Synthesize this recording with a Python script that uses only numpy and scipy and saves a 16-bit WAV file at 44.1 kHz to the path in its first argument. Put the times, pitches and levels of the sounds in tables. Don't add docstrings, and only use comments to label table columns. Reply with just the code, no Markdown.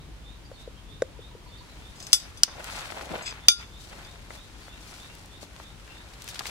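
import sys
import numpy as np
from scipy import signal
from scipy.fft import rfft, irfft
from scipy.io import wavfile
from scipy.ndimage import uniform_filter1d, minimum_filter1d

SR = 44100
rng = np.random.default_rng(int(sys.argv[2]) if len(sys.argv) > 2 else 0)


def unload_audio(sound):
    columns = np.transpose(np.atleast_2d(sound))
    steps = np.round(np.clip(columns, -1, 1) * 32767)
    wavfile.write(sys.argv[1], SR, steps.astype(np.int16))


N = 286631

# f/Hz, relative level/dB
FRICTION_HISS = [(1800, -14), (3800, 2), (5500, 0), (8000, -3), (11000, -8.5), (15500, -17.5)]


def clinks(crack_t60=0.03, rise_s=0.0003, scatter_db=-27, scatter_t60=0.33):
    # t/s, clack level/dB, ring level/dB, place (0 rim, 1 base), crack level/dB
    blows = [(2.002, -39, -32, 0.23, -38), (2.026, -41, -32, 0, -40), (2.0672, -51, -27, 0, -34),
             (2.121, -37, -28.5, 0, -45.5), (2.130, -5.5, 8, 0, -6), (2.1453, -13, -26, 0.086, -24),
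             (2.200, -35, -49, 0.8, -38), (2.373, -49, -27, 0.23, -52), (2.4334, 0, -25, 0.45, -11),
             (3.261, -39, -29, 0.9, -50), (3.309, -38, -36, 1, -52), (3.4842, 2.5, 4, 0.98, -8),
             (3.4995, -17, -33, 0.88, -16), (3.517, -19, -5, 0.71, -28), (3.608, -53, -42, 0.44, -51),
             (4.048, -47, -45, 1, -60)]
    # f/Hz, t60/s, level/dB, left-right/dB
    spoon_modes = [(1380, .025, -24, 4), (3000, .016, -10, 12), (3520, .014, -15, 0), (4760, .018, -7, 0),
                   (5000, .017, -1, -1), (5720, .012, -3, 2), (6080, .015, 0, 9), (7250, .012, -11, 7),
                   (9240, .018, -9, 9), (11400, .016, -21, 11)]
    # f/Hz, relative level/dB
    crack_shape = [(100, -44), (700, -10), (2000, -9.5), (4200, -1.5), (7000, 2.5),
                   (10000, -10), (15000, -16)]
    scatter_shape = [(300, -27), (1200, 1), (5500, 12), (9000, -14), (15000, -30)]
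    out, t = np.zeros((2, N)), np.arange(SR // 3) / SR
    for s, clack_db, ring_db, place, crack_db in blows:
        noise = rng.standard_normal((2, len(t)))
        crack = colour(noise, crack_shape) * amp(-60 * t / crack_t60)
        scatter = colour(noise, scatter_shape) * amp(scatter_db - 60 * t / scatter_t60)
        china = amp(ring_db) * ring(bowl_modes(place), t, lag_s=0.00014, spread_rad=0.35)
        clack = amp(clack_db) * ring(spoon_modes, t, lag_s=0.00018, spread_rad=0.89)
        contact = amp(crack_db) * sides(1.7) * (crack + scatter)
        add(out, s, (clack + china + contact) * (1 - np.exp(-t / rise_s)))
    return out


def bowl_modes(place):
    pitches = [1399, 2375, 3503, 3803, 4090, 4440, 4795, 4896, 5232, 5352, 5690, 6020, 6130, 6218, 6800,
               7300, 7722, 9271, 9439, 11430, 12210, 13450, 14350]
    # t60/s, level/dB struck at rim and at base, left-right/dB for rim and for base
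    modes = [(0.22, -48, -27.5, 10, 9), (0.11, -52, -20, 8, 16), (0.12, -21, -6, -9, 2),
             (0.19, -44, -23.5, 0, -16.5), (0.106, -46.5, -33, -14, -7), (0.12, -48, -56, 7, 0),
             (0.034, -50, 2, 13, -7), (0.14, -21.5, -12.5, 2, 7), (0.095, -17, -43, 18, 3),
             (0.08, -44, -16, 6.5, -13), (0.12, -29, -41, 9.5, -9), (0.058, -31, -27, 21, 10),
             (0.105, -24, -29, 7, -3), (0.11, -23, -10.5, 16, 22), (0.17, -39, -44, 12, 8),
             (0.12, -34, -55, 14.5, 13.5), (0.12, -24.5, -42, 13, 4), (0.12, -31, -51, 1, 8.5),
             (0.11, -21.5, -22, 13, 8), (0.12, -29, -35, 17, 5), (0.16, -45, -77, 11, 12),
             (0.16, -47.5, -57, 13, 13), (0.065, -37, -53, 10.5, 6)]
    return [(hz, t60, (1 - place) * rim_db + place * base_db, (1 - place) * rim_pan + place * base_pan)
            for hz, (t60, rim_db, base_db, rim_pan, base_pan) in zip(pitches, modes)]


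def scrapes(slips_per_s=2600, grit=0.097):
    # f/Hz, t60/s, level/dB, left-right/dB
    resonances = [(2520, 0.013, 4, 23), (3490, .04, -4, -8), (4270, 0.025, -4, 10), (4994, 0.033, 7, 5.5),
                  (6450, 0.028, 0.5, 5), (7710, 0.022, 1, 12), (8850, 0.015, -14, 10.5)]
    # t/s of the hardest push, rise/s, fall/s, level/dB, tilt/(dB per octave)
    slides = [(2.03, .05, .06, -48, 5), (3.228, 0.0064, 0.025, -43.5, 13), (3.267, 0.012, 0.036, -31.5, -4)]
    out, t = np.zeros((2, N)), np.arange(SR // 16) / SR
    slips = rng.standard_normal(N) * (rng.random(N) < slips_per_s / SR)
    gritty = grit * colour(slips, FRICTION_HISS)
    lowest_hz = resonances[0][0]
    for s, rise, fall, db, tilt in slides:
        modes = [(hz, t60, d + tilt * np.log2(hz / lowest_hz), pan) for hz, t60, d, pan in resonances]
        body = ring(modes, t, lag_s=0.00015, spread_rad=0.38)
        scrape = unit(signal.oaconvolve(slips[None], body, axes=1)[:, :N])
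        out += amp(db) * swell(s, rise, fall) * (scrape + gritty)
    return out


def pats(swell_s=0.003, damping_db_per_s=60 / 0.044, rebound_db=-27, rebound_s=0.0088):
    # t/s, level/dB, thud f/Hz, relative tick level/dB
    blows = [(0.515, -25.5, 535, -3.5), (0.6761, -21.5, 488, -25), (1.0209, -3, 514, -1.5),
             (1.191, -27, 450, -12), (1.3502, -27, 450, -8)]
    # f/Hz, t60/s, level/dB
    tick_modes = [(1150, 0.012, -18), (1530, 0.013, -14), (1900, 0.0094, -19.5), (3700, 0.01, -21.5),
                  (5100, .014, -31), (5560, 0.0071, -21.5), (7050, 0.031, -29.5), (8570, 0.016, -26.5)]
    out, t = np.zeros((2, N)), np.arange(SR // 12) / SR
    for s, db, hz, tick_db in blows:
        envelope = (t / swell_s) * np.exp(1 - t / swell_s) * amp(-damping_db_per_s * t)
        thud = envelope * np.sin(2 * np.pi * hz * t)
        after = np.maximum(t - rebound_s, 0)
        rebound = amp(rebound_db - 60 * after / 0.035) * np.sin(2 * np.pi * hz * 1.22 * after)
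        tick = ring([(*mode, 0) for mode in tick_modes], t, lag_s=-0.000043, spread_rad=0.24)
        tick *= 1 - np.exp(-t / 0.0004)
        add(out, s, amp(db) * (amp(-6) * sides(3) * (thud + rebound) + amp(tick_db) * tick))
    return out


def snaps(shared=0.46, rise_s=0.00042):
    # t/s, level/dB, centre f/Hz, t60/s
    bursts = [(0.088, -40, 290, 0.13), (2.478, -31, 1100, 0.22), (2.6428, -20, 6300, 0.0079),
              (2.921, -19.5, 1207, 0.02), (3.01, -24, 1780, 0.032), (3.104, -29, 310, 0.22),
              (3.116, -21.5, 1200, 0.027), (3.157, -19.5, 704, 0.033), (3.325, -18, 1570, 0.01),
              (3.93, -28.5, 1400, 0.02), (3.985, -32, 650, .03), (4.305, -24, 980, 0.035),
              (4.681, -29.5, 1000, 0.018), (5.151, -34.5, 8500, 0.017), (5.259, -34, 9000, 0.011),
              (5.429, -32.5, 604, 0.044), (5.563, -27.5, 2800, 0.011), (5.599, -28.5, 895, 0.024),
              (5.876, -36, 2040, 0.04), (6.135, -37.5, 4080, 0.056), (6.22, -28, 6100, 0.018),
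              (6.242, -31, 8000, 0.022), (6.278, -23.5, 4500, 0.013), (6.2862, -27.5, 5400, 0.096),
              (6.344, -28.5, 4530, 0.038), (6.356, -28.5, 3400, 0.068), (6.3921, -17.5, 4080, 0.031),
              (6.406, -23.5, 1150, 0.036), (6.455, -18, 2380, 0.015), (6.466, -22.5, 5030, 0.045)]
    out, t = np.zeros((2, N)), np.arange(SR // 10) / SR
    for s, db, hz, t60 in bursts:
        common, left, right = rng.standard_normal((3, len(t))) * np.sqrt(rng.exponential(1, (3, len(t))))
        band = [(hz / 12, -18), (hz / 3, -5), (hz, 0), (hz * 2.17, -10), (hz * 14, -52)]
        burst = colour(shared * common + (1 - shared) * np.array([left, right]), band)
        envelope = amp(-60 * t / t60) * (1 - np.exp(-t / rise_s))
        add(out, s, amp(db - 6.5) * sides(3.3) * burst * envelope)
    return out


def leaves():
    # f/Hz, relative level/dB
    scuff_shape = [(60, -35), (170, -2.5), (300, -1.5), (600, 6), (850, 5), (1200, -9.5), (2000, -34)]
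    crunch_shape = [(400, -26.5), (800, -5.5), (1500, -2), (2400, -3), (4000, -13), (7000, -35)]
    scuff = rustle(scuff_shape, db=1.5, cracks_per_s=350, size_db=3.2, rub=1, clump_db=2.5, pan_db=2.5)
    crunch = rustle(crunch_shape, db=4, cracks_per_s=300, size_db=2.5, rub=0.87, clump_db=2, pan_db=2.5)
    hiss = rustle(FRICTION_HISS, db=3.5, cracks_per_s=500, size_db=3, rub=1.66, clump_db=1.5, pan_db=5.5)
    return (scuff * motion(layer=0, stir_db=-71) + crunch * motion(layer=1, stir_db=-62.5)
            + hiss * motion(layer=2, stir_db=-63.5))


def rustle(shape, db, cracks_per_s, size_db, rub, clump_db, pan_db):
    clumps = amp(clump_db * drift(size=400))
    sizes = amp(size_db * np.minimum(rng.exponential(1, N), 4)) * rng.choice([-1, 1], N)
    impulses = sizes * (rng.random(N) < cracks_per_s / SR)
    t = np.arange(130) / SR
    smear = rng.standard_normal((2, len(t))) * np.exp(-t / 0.00059)
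    smear = irfft(np.exp(1j * np.angle(rfft(smear))), len(t))
    cracks = signal.oaconvolve(impulses[None], smear, axes=1)[:, :N]
    return amp(db) * sides(pan_db) * colour((unit(cracks) + rub * stereo_noise()) * clumps, shape)


def motion(layer, stir_db, stir_full_s=1.7, stir_rise_s=0.37):
    # peak t/s, rise/s, fall/s, level/dB of scuff, of crunch, of hiss
    moves = [(0.61, 0.021, .025, -70, -64, -59), (1.79, .12, 0.046, -62, -61.5, -67.5),
             (2.09, 0.14, 0.081, -58, -58, -55.5), (2.25, .06, 0.11, -62, -57.5, -66),
             (2.59, 0.037, 0.051, -47, -49, -65), (2.76, 0.15, 0.2, -48, -43.5, -47.5),
             (2.98, 0.04, 0.11, -41.5, -46.5, -52.5), (3.15, 0.067, 0.089, -41.5, -43.5, -53),
             (3.26, 0.057, 0.19, -61, -48.5, -63), (3.62, 0.028, 0.032, -64, -50.5, -62),
             (3.82, 0.035, 0.12, -74, -77, -55), (3.97, 0.11, 0.24, -54.5, -55, -59.5),
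             (4.35, 0.048, 0.035, -55.5, -57, -51.5), (4.62, 0.053, 0.22, -67, -60.5, -61.5),
             (4.90, 0.095, 0.22, -60, -55, -53), (5.18, 0.045, .1, -62, -68, -62),
             (5.43, 0.024, 0.019, -66, -57.5, -52), (5.62, .08, .04, -60, -61, -59.5),
             (5.96, 0.093, 0.45, -61.5, -59.5, -62.5), (6.30, 0.1, 0.24, -62, -53.5, -53),
             (6.48, 0.062, .08, -52, -51, -44.5)]
    stir = amp(stir_db) * np.clip((np.arange(N) / SR - stir_full_s) / stir_rise_s + 1, 0, 1)
    power = sum((amp(levels[layer]) * swell(s, rise, fall)) ** 2 for s, rise, fall, *levels in moves)
    return np.sqrt(stir ** 2 + power)


def birds(direct=0.53, call_hz=3475, call_every_s=0.316, fade_db_per_s=0.36, hoot_every_s=0.148):
    # t/s, length/s, f/Hz, glide as a share of f, level/dB
    chirps = [(.438, 0.031, 4850, -.06, -61), (0.516, .06, 4730, -.2, -61), (0.742, 0.066, 3380, -.14, -63),
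              (1.455, 0.05, 4370, 0.063, -61.5), (1.57, 0.027, 4650, -0.1, -55.5),
              (1.68, .05, 4230, -0.16, -62), (4.603, 0.068, 4680, -.07, -60),
              (4.715, 0.043, 2690, .03, -58), (5.074, 0.06, 2700, 0.049, -57.5),
              (5.883, 0.044, 2700, .02, -52)]
    out = np.zeros((2, N))
    for s in np.arange(-0.11, N / SR, call_every_s):
        hz = rng.normal(call_hz, 0.01 * call_hz)
        db = rng.normal(-58 - fade_db_per_s * s, 0.5)
        add(out, s, note(length_s=0.16, start_hz=hz, glide=0.19, db=db, bend=2.3, quaver=0.04))
    for s, *chirp in chirps:
        add(out, s, note(*chirp))
    for k, off_centre in enumerate(np.linspace(-1, 1, 5)):
        hoot = note(length_s=0.018, start_hz=990, glide=-0.073, db=-53.5 - 3 * off_centre ** 2)
        add(out, 1.16 + k * hoot_every_s, hoot)
    return direct * out + forest(out, t60=0.23)


def note(length_s, start_hz, glide, db, bend=1.41, quaver=0.033):
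    progress = np.linspace(0, 1, int(length_s * SR))
    wobble = unit(uniform_filter1d(rng.standard_normal(SR), size=35))[:len(progress)]
    hz = start_hz * (1 + glide * progress ** bend) * (1 + quaver * wobble)
    tone = np.sin(2 * np.pi * np.cumsum(hz) / SR)
    return amp(db) * sides(0.85) * unit(np.sin(np.pi * progress) ** 2 * tone)


def forest(x, t60, echoes_per_s=2000, gap_s=0.006):
    t = np.arange(SR // 2) / SR
    echoes = rng.standard_normal((2, len(t))) * (rng.random((2, len(t))) < echoes_per_s / SR)
    echoes *= amp(-60 * t / t60) * (t > gap_s)
    return signal.oaconvolve(x, echoes / np.linalg.norm(echoes[0]), axes=1)[:, :N]


def air(db=-47.5, crossover_hz=140, fall_db_per_s=1.1, sway_db=0.5, sway_s=0.075):
    # f/Hz, relative level/dB
    shape = [(18, -27), (32, -5.5), (55, 3.5), (80, -7.5), (130, -7), (234, -14), (319, -15), (624, -22),
             (1000, -22), (1500, -25), (3300, -25.5), (4810, -30), (8890, -36.5), (10500, -38.5),
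             (16000, -49)]
    # f/Hz, left-right/dB
    balance = [(60, 1.5), (240, 2.5), (950, 1.5), (3770, -1), (15000, 3)]
    # f/Hz, level/dB
    tones = [(50, -55), (92, -59.5)]
    hz = np.fft.rfftfreq(N, 1 / SR)
    pan_db = curve(balance, hz)
    spectrum = rfft(colour(stereo_noise(), shape)) * amp([pan_db / 2, -pan_db / 2])
    bass = 1 / (1 + (hz / crossover_hz) ** 4)
    rumble_db = 2.5 - fall_db_per_s * np.arange(N) / SR + sway_db * drift(size=int(sway_s * SR))
    rumble = irfft(spectrum * bass, N) * amp(rumble_db)
    hiss = irfft(spectrum * (1 - bass), N)
    drone = np.zeros(N)
    for tone_hz, tone_db in tones:
        phase = 2 * np.pi * np.cumsum(tone_hz + 250 * rng.standard_normal(N)) / SR
        drone += amp(tone_db) * np.sqrt(2) * np.sin(phase)
    return amp(db) * (hiss + rumble) + sides(3.4) * drone


def stereo_noise():
    # f/Hz, correlation
    coherence = [(60, 0.75), (150, 0.85), (380, 0.54), (950, 0.46), (2380, -0.1), (5980, -0.81),
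                 (15000, 0.05)]
    left, independent = rfft(rng.standard_normal((2, N)))
    same = np.clip(curve(coherence, np.fft.rfftfreq(N, 1 / SR)), 0, 1)
    return irfft(np.array([left, same * left + np.sqrt(1 - same ** 2) * independent]), N)


def ring(modes, t, lag_s, spread_rad):
    out = np.zeros((2, len(t)))
    for hz, t60, db, pan_db in modes:
        left_phase = rng.uniform(0, 2 * np.pi)
        lag_rad = 2 * np.pi * hz * lag_s + spread_rad * rng.standard_normal()
        phase = np.array([[left_phase], [left_phase - lag_rad]])
        out += sides(pan_db) * amp(db - 60 * t / t60) * np.sin(2 * np.pi * hz * t + phase)
    return out


def swell(peak_s, rise_s, fall_s):
    t = np.arange(N) / SR - peak_s
    return np.exp(-np.minimum((t / np.where(t < 0, rise_s, fall_s)) ** 2, 30))


def drift(size):
    return unit(uniform_filter1d(uniform_filter1d(rng.standard_normal(N), size), size))


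def colour(x, shape):
    hz = np.fft.rfftfreq(x.shape[-1], 1 / SR)
    return unit(irfft(rfft(x) * amp(curve(shape, hz)), x.shape[-1]))


def curve(points, hz):
    f, value = np.transpose(points)
    return np.interp(np.log(hz + 1), np.log(f + 1), value)


def sides(pan_db):
    return unit(amp([[pan_db / 2], [-pan_db / 2]]))


def add(mix, s, sound):
    start = round(s * SR)
    sound = sound[:, max(-start, 0):]
    part = mix[:, max(start, 0):][:, :sound.shape[1]]
    part += sound[:, :part.shape[1]]


def amp(db):
    return 10 ** (np.asarray(db) / 20)


def unit(x):
    return x / np.sqrt(np.mean(x ** 2) + 1e-20)


def scene():
    china = clinks() + scrapes()
    rustling = leaves()
    near = china + pats() + snaps()
    return near + amp(-24) * forest(near, t60=0.32) + rustling + birds() + air()


def record(dry, threshold_db=-13, share=0.55, attack_s=0.0027, hold_s=0.063, recover_db_per_s=195):
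    pole = np.exp(-1 / (attack_s * SR))
    power_db = 10 * np.log10(signal.lfilter([1 - pole], [1, -pole], (dry ** 2).mean(0)) + 1e-12)
    excess_db = np.maximum(power_db - threshold_db, 0)
    half_hold = int(hold_s * SR) // 2
    held_db = -minimum_filter1d(-share * excess_db, 2 * half_hold + 1, origin=half_hold)
    recovery_db = recover_db_per_s * np.arange(N) / SR
    released_db = np.maximum.accumulate(held_db + recovery_db) - recovery_db
    duck_db = signal.lfilter([1 - pole], [1, -pole], released_db)
    clipped = np.clip(dry * amp(-duck_db), -1, 1)
    lowpass = signal.firwin(255, cutoff=15900, window=("kaiser", 8), fs=SR)
    return signal.oaconvolve(clipped, lowpass[None], "same")


dry = scene()
out = record(dry)
unload_audio(out)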